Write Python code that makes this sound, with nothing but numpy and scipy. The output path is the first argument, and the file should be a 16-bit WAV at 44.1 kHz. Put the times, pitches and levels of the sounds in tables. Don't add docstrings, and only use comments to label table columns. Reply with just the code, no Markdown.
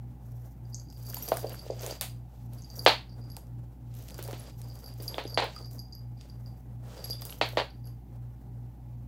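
import sys
import numpy as np
from scipy import signal
from scipy.fft import rfft, irfft, next_fast_len
from scipy.io import wavfile
from scipy.ndimage import uniform_filter1d

SR = 44100
rng = np.random.default_rng(int(sys.argv[2]) if len(sys.argv) > 2 else 0)


def volts_from_db(level):
    exponent = np.asarray(level, float) / 20
    return 10 ** exponent


def persist_wave(psi):
    counts = np.round(np.clip(psi, -1, 1) * 32767).astype(np.int16)
    wavfile.write(sys.argv[1], SR, np.atleast_2d(counts).T)


N = 399987


def bell():
    # start in seconds, peak in dB, upper partials in relative dB, tick in relative dB.
    blows = [(0.7456, -50, -18, 8), (0.7979, -42.5, -15, 3.5), (0.901, -46, -11, 3),
             (1.068, -44, -22, -19.5), (1.158, -39, -19, -15), (1.1613, -49, -21.5, -15),
             (1.2785, -35, -15.5, -8), (1.468, -39.5, -28, -13), (1.5925, -40.5, -14, -16),
             (1.794, -41.5, -36, 4), (1.832, -40.5, -11.5, 5), (1.909, -31.5, -25, -1.5),
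             (2.5846, -52, -6, -6), (2.6444, -48.5, -18, -11), (2.7924, -31, -14.5, -14),
             (3.3008, -50, -9, -0.5), (4.4171, -51, -8, -15.5), (4.712, -51, -18, -14),
             (4.861, -39.5, -9.5, -7), (5.0794, -23.5, -15, -9), (5.2764, -45, -20, 3),
             (5.3437, -33, -15, -11), (5.5627, -38.5, -29.5, -21), (5.6575, -42.5, -15, -11),
             (5.7916, -38, -13.5, -2), (5.9244, -36.5, -28, -3), (6.2981, -42.5, -20, -15.5),
             (6.4604, -48.5, -31.5, -16.5), (7.042, -35.5, -6, -7), (7.104, -43, -20, -16),
             (7.1074, -20, -20, -16), (7.871, -59.5, 1, 4)]
    # start in seconds, peak in dB.
    rebounds = [(0.6535, -58), (0.724, -57), (0.732, -50.5), (0.779, -53), (0.886, -56), (0.929, -49),
                (0.9634, -54), (1.1019, -47), (1.26, -49), (1.312, -47.5), (1.3428, -47), (1.371, -42),
                (1.4134, -43), (1.432, -54), (1.4872, -43), (1.51, -56.5), (1.5678, -47), (1.7379, -61),
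                (2.6994, -69), (2.7609, -54.5), (3.094, -53), (3.2147, -54), (3.24, -51.5), (3.317, -46),
                (3.3455, -50.5), (4.119, -54), (4.2483, -47), (4.3889, -54.5), (4.6369, -55), (4.6995, -50),
                (4.8413, -54), (5.0027, -42), (5.12, -49), (5.267, -46.5), (5.313, -53), (5.2963, -40),
                (5.5476, -51), (5.5747, -46.5), (5.613, -48), (5.6254, -46), (5.6446, -46.5), (5.7063, -56),
                (5.7836, -49), (5.855, -59), (5.884, -58), (5.9509, -44.5), (5.9909, -50.5), (6.2106, -57),
                (6.9671, -53), (6.985, -54), (7.0753, -44), (7.219, -39), (7.269, -56), (7.34, -58)]
    # start in seconds, peak in dB.
    glances = [(0.7342, -59), (0.8044, -63), (1.1792, -42), (1.5284, -45), (1.5878, -54.5), (2.7921, -53),
               (3.3174, -51.5), (3.3844, -52), (4.8424, -49), (4.8594, -46), (5.0844, -40), (5.2794, -52),
               (5.2974, -46.5), (5.6644, -59), (5.8044, -59), (5.9244, -60.5), (5.9499, -49),
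               (5.9914, -66.5), (7.0414, -51), (7.0614, -54), (7.1048, -37), (7.3038, -40.5),
               (7.855, -51.5), (7.8694, -61)]
    # start in seconds, length in seconds, blow level in dB, tick in relative dB.
    shakes = [(0.64, 0.016, -66, 16), (0.73, 0.079, -62.5, 36), (0.872, 0.035, -57, 20),
              (0.984, 0.32, -51, -12), (1.28, 0.147, -50, -16), (1.473, 0.138, -42.5, -16),
              (1.651, 0.46, -46.5, -8), (2.58, 0.26, -48, 9.5), (3.087, 0.054, -51, -15.5),
              (3.207, 0.18, -56.5, -8.5), (4.1, 0.059, -50, -4), (4.24, 0.043, -53.5, -8),
              (4.297, 0.25, -59, -4), (4.625, 0.18, -51, -1), (4.84, 0.053, -36.5, -12.5),
              (5.014, 0.032, -49, -10), (5.266, 0.059, -36, -6), (5.543, 0.091, -56, -19),
              (5.685, 0.035, -61, 9), (5.804, 0.062, -62, -8.5), (5.936, 0.046, -68.5, 0),
              (6.177, 0.045, -51, 0), (6.481, 0.062, -57, -5.5), (6.982, 0.18, -40, -15),
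              (7.205, 0.022, -59, -5), (7.264, 0.105, -60, -16), (7.702, 0.033, -50.5, -14),
              (7.842, 0.058, -49.5, -13.5)]
    # frequency in Hz, level in dB, t60 in seconds.
    shell_modes = [(4750, -9, 0.027), (4763, -2.5, 0.045), (4817, -7, 0.025), (5040, -12, 0.016)]
    # frequency in Hz, level in dB, t60 in seconds.
    rim_modes = [(11285, 1.5, 0.06), (11530, 2, 0.055)]
    # frequency in Hz, level in dB, t60 in seconds.
    pellet_modes = [(5144, 4, 0.0029), (6413, 7, 0.0045), (7090, -3.5, 0.0033)]
    rebound_rim_db, rebound_tick_db = -24.5, -10.5
    tumbles_per_s, tumble_spread_db, tumble_rim_db, roll_db = 4, -7, -19, -5
    bounce_fade_s, bounces_per_s = 0.012, 450
    slit_waver_hz, slit_hz = 55, 4300

    light_blows = [(s, db, rebound_rim_db, rebound_tick_db) for s, db in rebounds]
    s, db, rim_db, tick_db = np.transpose(blows + light_blows)
    trains = np.zeros((4, N))
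    trains[:, np.round(s * SR).astype(int)] = volts_from_db(db + np.array([0 * db, tick_db + 0.5, rim_db, rim_db - 9]))
    s, db = np.transpose(glances)
    trains[3, np.round(s * SR).astype(int)] = volts_from_db(db - 1.5)

    start, hold, shake_db, dry_db = np.transpose(shakes)
    shaken = spells(start, hold, shake_db, 900, 500)
    ticking = spells(start, hold, shake_db + dry_db, 900, 500)
    luck_db = tumble_spread_db * np.clip(rng.standard_normal((4, N)), -2, 2)
    tumbles = rng.random(N) < tumbles_per_s / SR
    rim_shaken = shaken + tumble_rim_db
    trains = trains + volts_from_db(np.array([shaken, ticking, rim_shaken, rim_shaken]) + luck_db) * tumbles

    unrest = signal.lfilter([1], [1, -np.exp(-1 / (bounce_fade_s * SR))], trains)
    unrest[0] += volts_from_db(shaken + roll_db)
    bounces = rng.standard_normal(trains.shape) * (rng.random(N) < bounces_per_s / SR)
    trains = trains + volts_from_db(-11.5) * unrest * bounces

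    bodies = [shell_modes, pellet_modes, rim_modes[:1], rim_modes[1:]]
    shell, tick, *rims = (signal.oaconvolve(train, ring(body))[:N] for train, body in zip(trains, bodies))

    cover = wander(1500)
    bend = np.exp(2j * np.pi * np.cumsum(slit_waver_hz * cover) / SR)
    shell, rim = (signal.hilbert(note, next_fast_len(N))[:N] for note in (shell, sum(rims)))
    rings = (shell * bend + rim * bend ** 2).real + tick
    rings = rings * volts_from_db(3.2 * np.clip(wander(200), -3, 1) - 1)
    return above(rings, slit_hz, order=8)


def clasp():
    # start in seconds, peak in dB, frequency in Hz, t60 in seconds.
    clinks = [(1.069, -58, 9600, 0.095), (1.07, -58.5, 13200, .07), (1.098, -49, 13300, .07),
              (1.145, -23.5, 13400, 0.011), (1.17, -45, 7000, 0.06), (1.224, -32, 13200, .04),
              (1.232, -33, 13200, 0.065), (1.225, -41.5, 5770, 0.074), (1.254, -41, 13200, .07),
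              (1.287, -36, 13300, .06), (1.288, -41, 10200, 0.033), (1.288, -35, 5900, 0.018),
              (1.342, -38, 9900, 0.027), (1.858, -65, 13400, .08), (2.757, -46.5, 5780, 0.053),
              (2.761, -47.5, 13200, 0.083), (4.396, -43.5, 10150, 0.028), (5.25, -58.5, 10100, 0.075),
              (5.564, -42.5, 1257, 0.052), (7.129, -48, 10070, 0.06), (7.129, -40, 3510, 0.023),
              (7.211, -41, 12900, 0.035), (7.222, -48, 3526, 0.023)]
    out = np.zeros(N)
    for s, db, hz, t60 in clinks:
        add(out, s, ring([(hz, db, t60), (hz * 0.994, db - 8.5, t60 * 0.7)]))
    return out


def claws(room):
    # start in seconds, peak in dB, centre in Hz.
    ticks = [(0.9732, -48.5, 13200), (1.144, -26.5, 13800), (1.2236, -44, 12700), (1.287, -24.5, 13300),
             (1.3707, -24, 11100), (1.395, -36, 13000), (1.4951, -36, 11400), (1.864, -24, 9000),
             (2.0113, -16, 9730), (2.5347, -40, 13700), (2.7568, -47.5, 5800), (2.851, -29.5, 13000),
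             (2.885, -25, 13250), (3.3669, -31.5, 8900), (4.087, -38.5, 6300), (4.144, -37, 7950),
             (4.1807, -34, 15300), (4.2267, -27, 15400), (4.278, -33, 11300), (4.6165, -39, 8500),
             (4.7554, -42, 11350), (5.024, -29.5, 15000), (5.589, -46, 8230), (7.3252, -44.5, 7000),
             (6.2112, -40.5, 4470), (7.1, -30.5, 11470), (7.2203, -29.5, 13100), (7.2523, -23.5, 15600),
             (7.2974, -36, 5160), (7.489, -35, 12600)]
    # start in seconds, peak in dB, centre in Hz.
    snags = [(0.9264, -40, 11200), (0.9544, -59, 7220), (0.979, -37, 13700), (1.0001, -42, 12600),
             (1.1267, -30, 13300), (1.1677, -21.5, 13000), (1.2524, -32, 12950), (1.3409, -28, 13400),
             (1.4729, -36.5, 11300), (1.5214, -39.5, 11500), (1.547, -32, 11500), (1.5864, -42, 11590),
             (1.8101, -32.5, 6750), (3.3834, -50, 12900), (3.47, -50.5, 5500), (3.941, -38, 13490),
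             (3.9516, -40, 12100), (3.9675, -37, 13030), (4.0083, -53, 14000), (4.0228, -42, 12700),
             (4.0262, -38, 11400), (4.0834, -33, 6610), (4.1001, -35, 5950), (4.1066, -34, 7700),
             (4.1924, -36, 13900), (4.2394, -25, 15700), (4.2511, -35.5, 11300), (4.3113, -32, 7560),
             (4.3184, -38.5, 7760), (4.3291, -32, 8000), (4.4404, -44, 6230), (4.4742, -43, 7520),
             (4.498, -43, 7620), (4.7904, -36, 15540), (4.8285, -50, 11500), (4.9392, -37.5, 15600),
             (5.0085, -49, 11600), (5.0315, -26, 15800), (5.239, -35, 5990), (5.4037, -30.5, 5860),
             (5.443, -29.5, 13500), (5.5632, -36, 5890), (5.7119, -37, 8300), (5.731, -44, 8420),
             (5.7454, -47, 12700), (6.2394, -57, 6980), (7.0374, -44.5, 11300), (7.0573, -34.5, 6810),
             (7.0626, -41, 11100), (7.085, -35, 11300), (7.211, -43.5, 13250), (7.305, -31.5, 11500),
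             (7.3314, -33, 11500), (7.436, -44.5, 5740), (7.552, -41, 7530), (7.5946, -45, 6210)]
    snag_db = -6
    direct, spread = np.zeros(N), np.zeros(N)
    for s, db, hz in ticks + [(s, db + snag_db, hz) for s, db, hz in snags]:
        shape = causal([(hz / 6, -26), (hz / 6.6, -10), (hz, 0), (hz * 2, -6), (hz * 4, -20)], size=256)
        add(direct, s, volts_from_db(db + 4) * ragged(shape, 0.004))
        add(spread, s, volts_from_db(1.283 * db + 12.5) * shape)
    return direct + signal.fftconvolve(spread, room)[:N]


def strap(room):
    # start in seconds, peak in dB, frequency in Hz.
    taps = [(1.1342, -40, 1730), (1.1432, -42.5, 3090), (1.2232, -47.5, 3010), (1.2791, -46, 3280),
            (1.3698, -32, 1730), (1.3694, -38, 4070), (1.393, -50, 3530), (1.4721, -45, 3000),
            (1.522, -42, 2990), (1.5435, -36, 1410), (2.868, -8, 4113), (2.892, -17, 4200),
            (4.1892, -38, 1470), (4.2762, -43, 1270), (4.3097, -39, 1220), (4.8886, -48, 2450),
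            (5.143, -27.5, 3330), (5.1635, -42, 3550), (5.253, -39, 3660), (7.295, -39.5, 3900),
            (7.3251, -34, 3130), (7.877, -58, 2970)]
    out = np.zeros(N)
    for s, db, hz in taps:
        note = ring([(hz, 0, 0.005)], size=600, rise_s=0.00043)
        add(out, s, volts_from_db(db) * ragged(note, 0.004))
    return out + volts_from_db(-7) * signal.fftconvolve(out, room)[:N]


def knocks():
    # start in seconds, peak in dB, board note in Hz, crack in relative dB,
    # room in dB.
    blows = [(1.168, -36, 939, -16.5, -5), (1.279, -36, 434, -16, 6), (1.317, -14.5, 668.7, -19, -3.5),
             (1.428, -38.5, 483, -17.5, 8), (1.442, -35, 523.5, -32.5, -1.5), (1.502, -41, 520, -10.5, 4),
             (1.651, -49, 483, -21, 2), (1.699, -35, 520, -35, -5), (2.01, -69, 733, 2, 36.5),
             (2.862, -10, 550, 2.5, -3), (2.8735, -14, 670, -4, 1.5), (3.368, -43, 843, -22, -11),
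             (4.189, -36, 328, -8.5, 0.5), (4.284, -34, 535, -17, 1), (4.33, -32.5, 254, -10, -0.5),
             (4.999, -38, 272.4, -15, -2), (5.142, -34.5, 510, -11, -10), (5.181, -26.5, 545, -3, -1.5),
             (5.2512, -31, 313, -19, -7), (5.374, -19, 537, -0.5, 0.5), (5.419, -22, 574, -10.5, 6),
             (7.097, -44.5, 480, -26, -6), (7.4123, -19, 560, 1, -1.5), (7.571, -16.5, 575.3, -6, 0.5)]
    # start in seconds, peak in dB, board note in Hz,
    # crack in relative dB.
    bounces = [(1.662, -44, 490, -29), (1.72, -46, 514, -19), (1.805, -56, 576, -38), (1.83, -49, 513, -36),
               (1.84, -44, 524, -33), (1.867, -44, 553, -25), (1.876, -42, 506, -32),
               (1.897, -46, 604, -33), (1.908, -39, 610, -27.5), (1.922, -40, 556, -23),
               (2.89, -15, 825, -12), (2.897, -30, 610, -5), (4.309, -50, 500, 2), (5.383, -32, 590, -21),
               (5.397, -24, 690, -4.5), (5.434, -27, 560, -13), (7.22, -41.5, 850, -8),
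               (7.531, -42, 560, -22), (7.5888, -25, 632, -5), (7.5986, -28, 576, 4), (7.611, -26, 613, -8),
               (7.618, -27, 563, -7)]
    # ratio to the board note, level in dB, t60 in seconds.
    board = [(.62, -28, 0.011), (1.001, 11.5, 0.01), (1.33, 5, 0.011), (1.56, 1.5, 0.0067),
             (2.3, -5.5, 0.019)]
    # frequency in Hz, level in dB.
    crack_colour = [(700, -24), (1100, -7.5), (1800, -0.5), (4500, 1.5), (5400, -15), (9000, -26.5),
                    (16000, -42.5)]
    # frequency in Hz, level in dB.
    cabinet_modes = [(513, -3.5), (690, -4), (795, -0.5), (873, -3), (958, -2.5), (1295, -7), (2200, -8),
                     (3030, -5.5), (3550, -5.5), (3815, -7.5), (4140, -5.5)]
    cabinet_db, cabinet_t60_s = -17.5, 0.17
    out, crack, snap = np.zeros(N), causal(crack_colour), np.hanning(15)
    cabinet = ring([(hz, db + cabinet_db, cabinet_t60_s) for hz, db in cabinet_modes], rise_s=0.0045)
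    for s, db, hz, crack_db, *room_db in blows + bounces:
        contact_s = np.clip(-crack_db * 0.00009, 0.0004, 0.005)
        softness = max(contact_s, 0.001) / 0.001
        modes = [(hz * ratio, level_db * softness - 5.5, t60) for ratio, level_db, t60 in board]
        note = ring(modes, size=3000, rise_s=contact_s)
        add(out, s + 0.0019, volts_from_db(db) * note)
        add(out, s + 0.0015, -volts_from_db(db + crack_db + 11) * snap)
        add(out, s + 0.00083, volts_from_db(db + crack_db + 3) * crack)
        add(out, s + 0.0058, volts_from_db(db + crack_db - 4) * ragged(crack, 0.009))
        add(note, 0, volts_from_db(crack_db + 13) * crack)
        if room_db:
            add(out, s + 0.0022, volts_from_db(db + crack_db) * cabinet)
            add(out, s + 0.0016, volts_from_db(db + room_db[0]) * signal.fftconvolve(note, tail()))
    return above(out, 270, order=3)


def contacts():
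    # start in seconds, hold in seconds, effort in dB,
    # fur on cloth in relative dB.
    efforts = [(0.227, 0.157, -64, -8), (0.439, 0.0196, -59.5, -4.5), (0.696, 0.12, -64.5, -4.5),
               (0.973, 0.1, -62, 1.5), (1.101, 0.052, -53, -1), (1.226, 0.068, -55, 2),
               (1.342, 0.046, -52.5, 2.5), (1.461, 0.092, -53.5, -4.5), (1.622, 0.1, -59, -7),
               (1.831, 0.082, -46.5, -8), (2.335, 0.13, -66, -8), (2.542, 0.057, -59, -8),
               (2.76, 0.13, -56.5, -1.5), (3.185, 0.22, -60.5, -22), (3.989, .13, -59.5, -1),
               (4.18, 0.16, -54.5, -8), (4.395, 0.0702, -54, -9.5), (4.591, 0.31, -60, -3),
               (5.028, 0.043, -55, -2.5), (5.14, 0.037, -48.5, -19), (5.269, 0.36, -58.5, -9.5),
               (5.742, .04, -61, -0.5), (6.214, 0.41, -64.5, -10.5), (6.883, 0.16, -52, -24),
               (7.064, 0.0633, -54.5, -9), (7.228, 0.0976, -54, -21), (7.332, .05, -60.5, 0),
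               (7.485, .02, -63, 5), (7.564, 0.0421, -50.5, -19.5), (7.86, 0.034, -62, -8.5)]
    # start in seconds, hold in seconds, level in dB.
    slides = [(1.025, .08, -69.5), (1.145, 0.25, -60.5), (1.508, 0.1, -62), (1.668, 0.143, -61.5),
              (1.829, 0.1048, -53.5), (2.335, 0.102, -73.5), (2.544, 0.18, -69.5), (3.298, 0.075, -74),
              (3.958, 0.11, -64), (4.184, 0.31, -61.5), (4.604, 0.37, -69.5), (5.04, 0.12, -63),
              (5.435, 0.15, -63.5), (6.237, 0.024, -66.5), (6.917, 0.18, -60), (7.058, 0.28, -64.5)]
    # body, paws and fur, in dB.
    resting = (-68, -82.5, -84.5)
    swell_db_per_s, settle_db_per_s = 168.5, 169.5
    start, hold, effort_db, fur_db = np.transpose(efforts)
    moves = [(start, hold, effort_db), np.transpose(slides), (start, hold, effort_db + fur_db)]
    return [np.maximum(spells(*move, swell_db_per_s, settle_db_per_s), rest_db)
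            for move, rest_db in zip(moves, resting)]


def rubbing():
    # frequency in Hz, level in dB.
    body_colour = [(150, -26), (330, -5.5), (540, 0), (800, -7.5), (1500, -15), (2500, -28)]
    # frequency in Hz, level in dB.
    paw_colour = [(700, -24.5), (1500, -8.5), (3000, -5), (5000, -6.5), (8000, -10.5), (12000, -36)]
    # frequency in Hz, level in dB.
    fur_colour = [(3000, -21), (6000, 0.5), (9000, -8), (13000, 3.5), (16000, -1)]
    # colour, slips per second, slip spread in dB, stroke depth in dB, slips over hiss in dB.
    kinds = [(body_colour, 300, 3.0, 2.5, -2),
             (paw_colour, 550, 3.6, 1.8, 1),
             (fur_colour, 500, 3.2, 3.5, 4.5)]
    out = np.zeros(N)
    for level_db, (points, per_s, spread_db, stroke_db, slips_db) in zip(contacts(), kinds):
        sizes = volts_from_db(spread_db * np.minimum(rng.exponential(1, N), 3.4))
        slips = sizes * (rng.random(N) < per_s / SR) * rng.choice([-1., 1.], N)
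        grip_db = np.clip(0.47 * (level_db - level_db.min() - 28.5), -12, 0)
        drive = volts_from_db(slips_db + grip_db) * evened(slips) + rng.standard_normal(N)
        out += evened(colour(drive, points)) * volts_from_db(level_db + stroke_db * wander(600))
    return out


def compressor():
    # multiple of the shaft, multiple of the buzz, peak in dB.
    lines = [(1, 0, -46), (2, 0, -45.5), (0, 1, -43), (3, 0, -65.5), (2, 1, -68), (0, 2, -64)]
    shaft_hz, buzz_hz = 58.692, 120.178
    turn = 2 * np.pi * np.arange(N) / SR
    return sum(volts_from_db(db) * np.cos((round(shaft) * shaft_hz + round(buzz) * buzz_hz) * turn + 2 * (shaft % 2))
               for shaft, buzz, db in lines)


def air():
    # frequency in Hz,
    # density in dB per Hz.
    air_colour = [(30, -42), (55, 0), (130, 4), (280, -1.5), (480, -21), (560, -29), (800, -9.5),
                  (1200, -39.5),
                  (2000, -32), (4400, -47.5), (8000, -49.5), (13500, -35.5), (16000, -39)]
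    air_db, patch_db = -53, 1.5
    frames, hz = N // 256 + 5, np.fft.rfftfreq(1024, 1 / SR)
    a, b, patches = rng.standard_normal((frames, 513, 3)).T
    patches = uniform_filter1d(patches, 14, 0)
    patches = evened(uniform_filter1d(patches, 16, 1))
    z = (a + 1j * b) * volts_from_db(read(air_colour, hz)[:, None] + patch_db * patches)
    return volts_from_db(air_db) * evened(signal.istft(z, nperseg=1024, noverlap=768)[1][:N])


def tail(size=14336, onset_s=0.0015):
    # frequency in Hz, t60 in seconds.
    decay = [(250, 0.16), (700, 0.22), (2000, 0.245), (4500, 0.245), (12000, 0.25)]
    hz, t, z = signal.stft(rng.standard_normal(size), SR, nperseg=256)
    out = signal.istft(z * volts_from_db(-60 * t / read(decay, hz)[:, None]), SR, nperseg=256)[1][:size]
    out = out * np.clip(np.arange(size) / SR / onset_s, 0, 1)
    return out / np.linalg.norm(out)


def ring(modes, size=9000, rise_s=0.00053):
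    t = np.arange(size) / SR
    swell = np.sin(np.pi / 2 * np.clip(t / rise_s, 0, 1)) ** 2
    return swell * sum(volts_from_db(db - 60 * t / max(t60, 0.002)) * np.sin(2 * np.pi * hz * t)
                       for hz, db, t60 in modes)


def causal(points, size=1024):
    log_gain = np.log(volts_from_db(read(points, abs(np.fft.fftfreq(size, 1 / SR)))))
    click = np.fft.ifft(np.exp(np.conj(signal.hilbert(log_gain)))).real[:size // 2]
    return click / abs(click).max()


def ragged(click, t60, size=256):
    burst = np.convolve(click, rng.standard_normal(size) * volts_from_db(-60 * np.arange(size) / SR / t60))
    return burst / abs(burst).max()


def spells(start, hold, db, rise_db_per_s, fall_db_per_s):
    t = np.arange(0, N + 64, 64)[:, None] / SR
    early, late = np.maximum(start - t, 0), np.maximum(t - start - hold, 0)
    level_db = db - rise_db_per_s * early - fall_db_per_s * late
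    return np.interp(np.arange(N) / SR, t[:, 0], level_db.max(axis=1))


def wander(size):
    return evened(uniform_filter1d(uniform_filter1d(rng.standard_normal(N), size), size))


def evened(x):
    return x / np.sqrt(np.mean(x ** 2) + 1e-20)


def read(points, hz):
    f, value = np.transpose(points)
    return np.interp(np.log(hz + 1), np.log(f + 1), value)


def colour(x, points):
    size = next_fast_len(len(x))
    gain = volts_from_db(read(points, np.fft.rfftfreq(size, 1 / SR)))
    return irfft(rfft(x, size) * gain, size)[:len(x)]


def above(x, hz, order=4):
    return signal.sosfilt(signal.butter(order, hz, "high", fs=SR, output="sos"), x)


def add(mix, s, sound):
    part = mix[round(s * SR):][:len(sound)]
    part += sound[:len(part)]


def scene():
    # frequency in Hz, side minus mid in dB.
    width = [(60, -52.5), (150, -55), (380, -24), (800, -25), (2380, -22.5), (8500, -29.5), (15000, -17)]
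    metal, room = bell() + clasp(), tail()
    metal = metal + volts_from_db(-5) * signal.fftconvolve(metal, room)[:N]
    mid = metal + claws(room) + strap(room) + knocks() + rubbing() + air() + compressor()
    scatter = 0.073 * rng.standard_normal(16) - signal.unit_impulse(16)
    side = colour(signal.oaconvolve(mid, scatter)[:N], width)
    return np.array([mid + side, mid - side])


def band_limit(x):
    return signal.sosfilt(signal.butter(12, 17180, fs=SR, output="sos"), x)


def record(dry):
    edge_hz, top_hz, top_db, gate_db = 15850, 16900, -4, -56
    held = 1.15 * np.tanh(dry / 1.15)
    low_pass = signal.firwin(255, edge_hz, window=("kaiser", 5), fs=SR)
    kept = signal.oaconvolve(held, low_pass[None], "same")
    top = signal.oaconvolve(held - kept, signal.firwin(255, top_hz, fs=SR)[None], "same")
    power = top[0] ** 2
    usual = uniform_filter1d(power, size=2048)
    opened = uniform_filter1d(power, size=128) > volts_from_db(2 * gate_db) + 4 * usual
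    gate = np.minimum(2 * uniform_filter1d(1. * opened, size=256), 1)
    return band_limit(kept + volts_from_db(top_db) * top * gate)


dry = scene()
out = record(dry)
persist_wave(out)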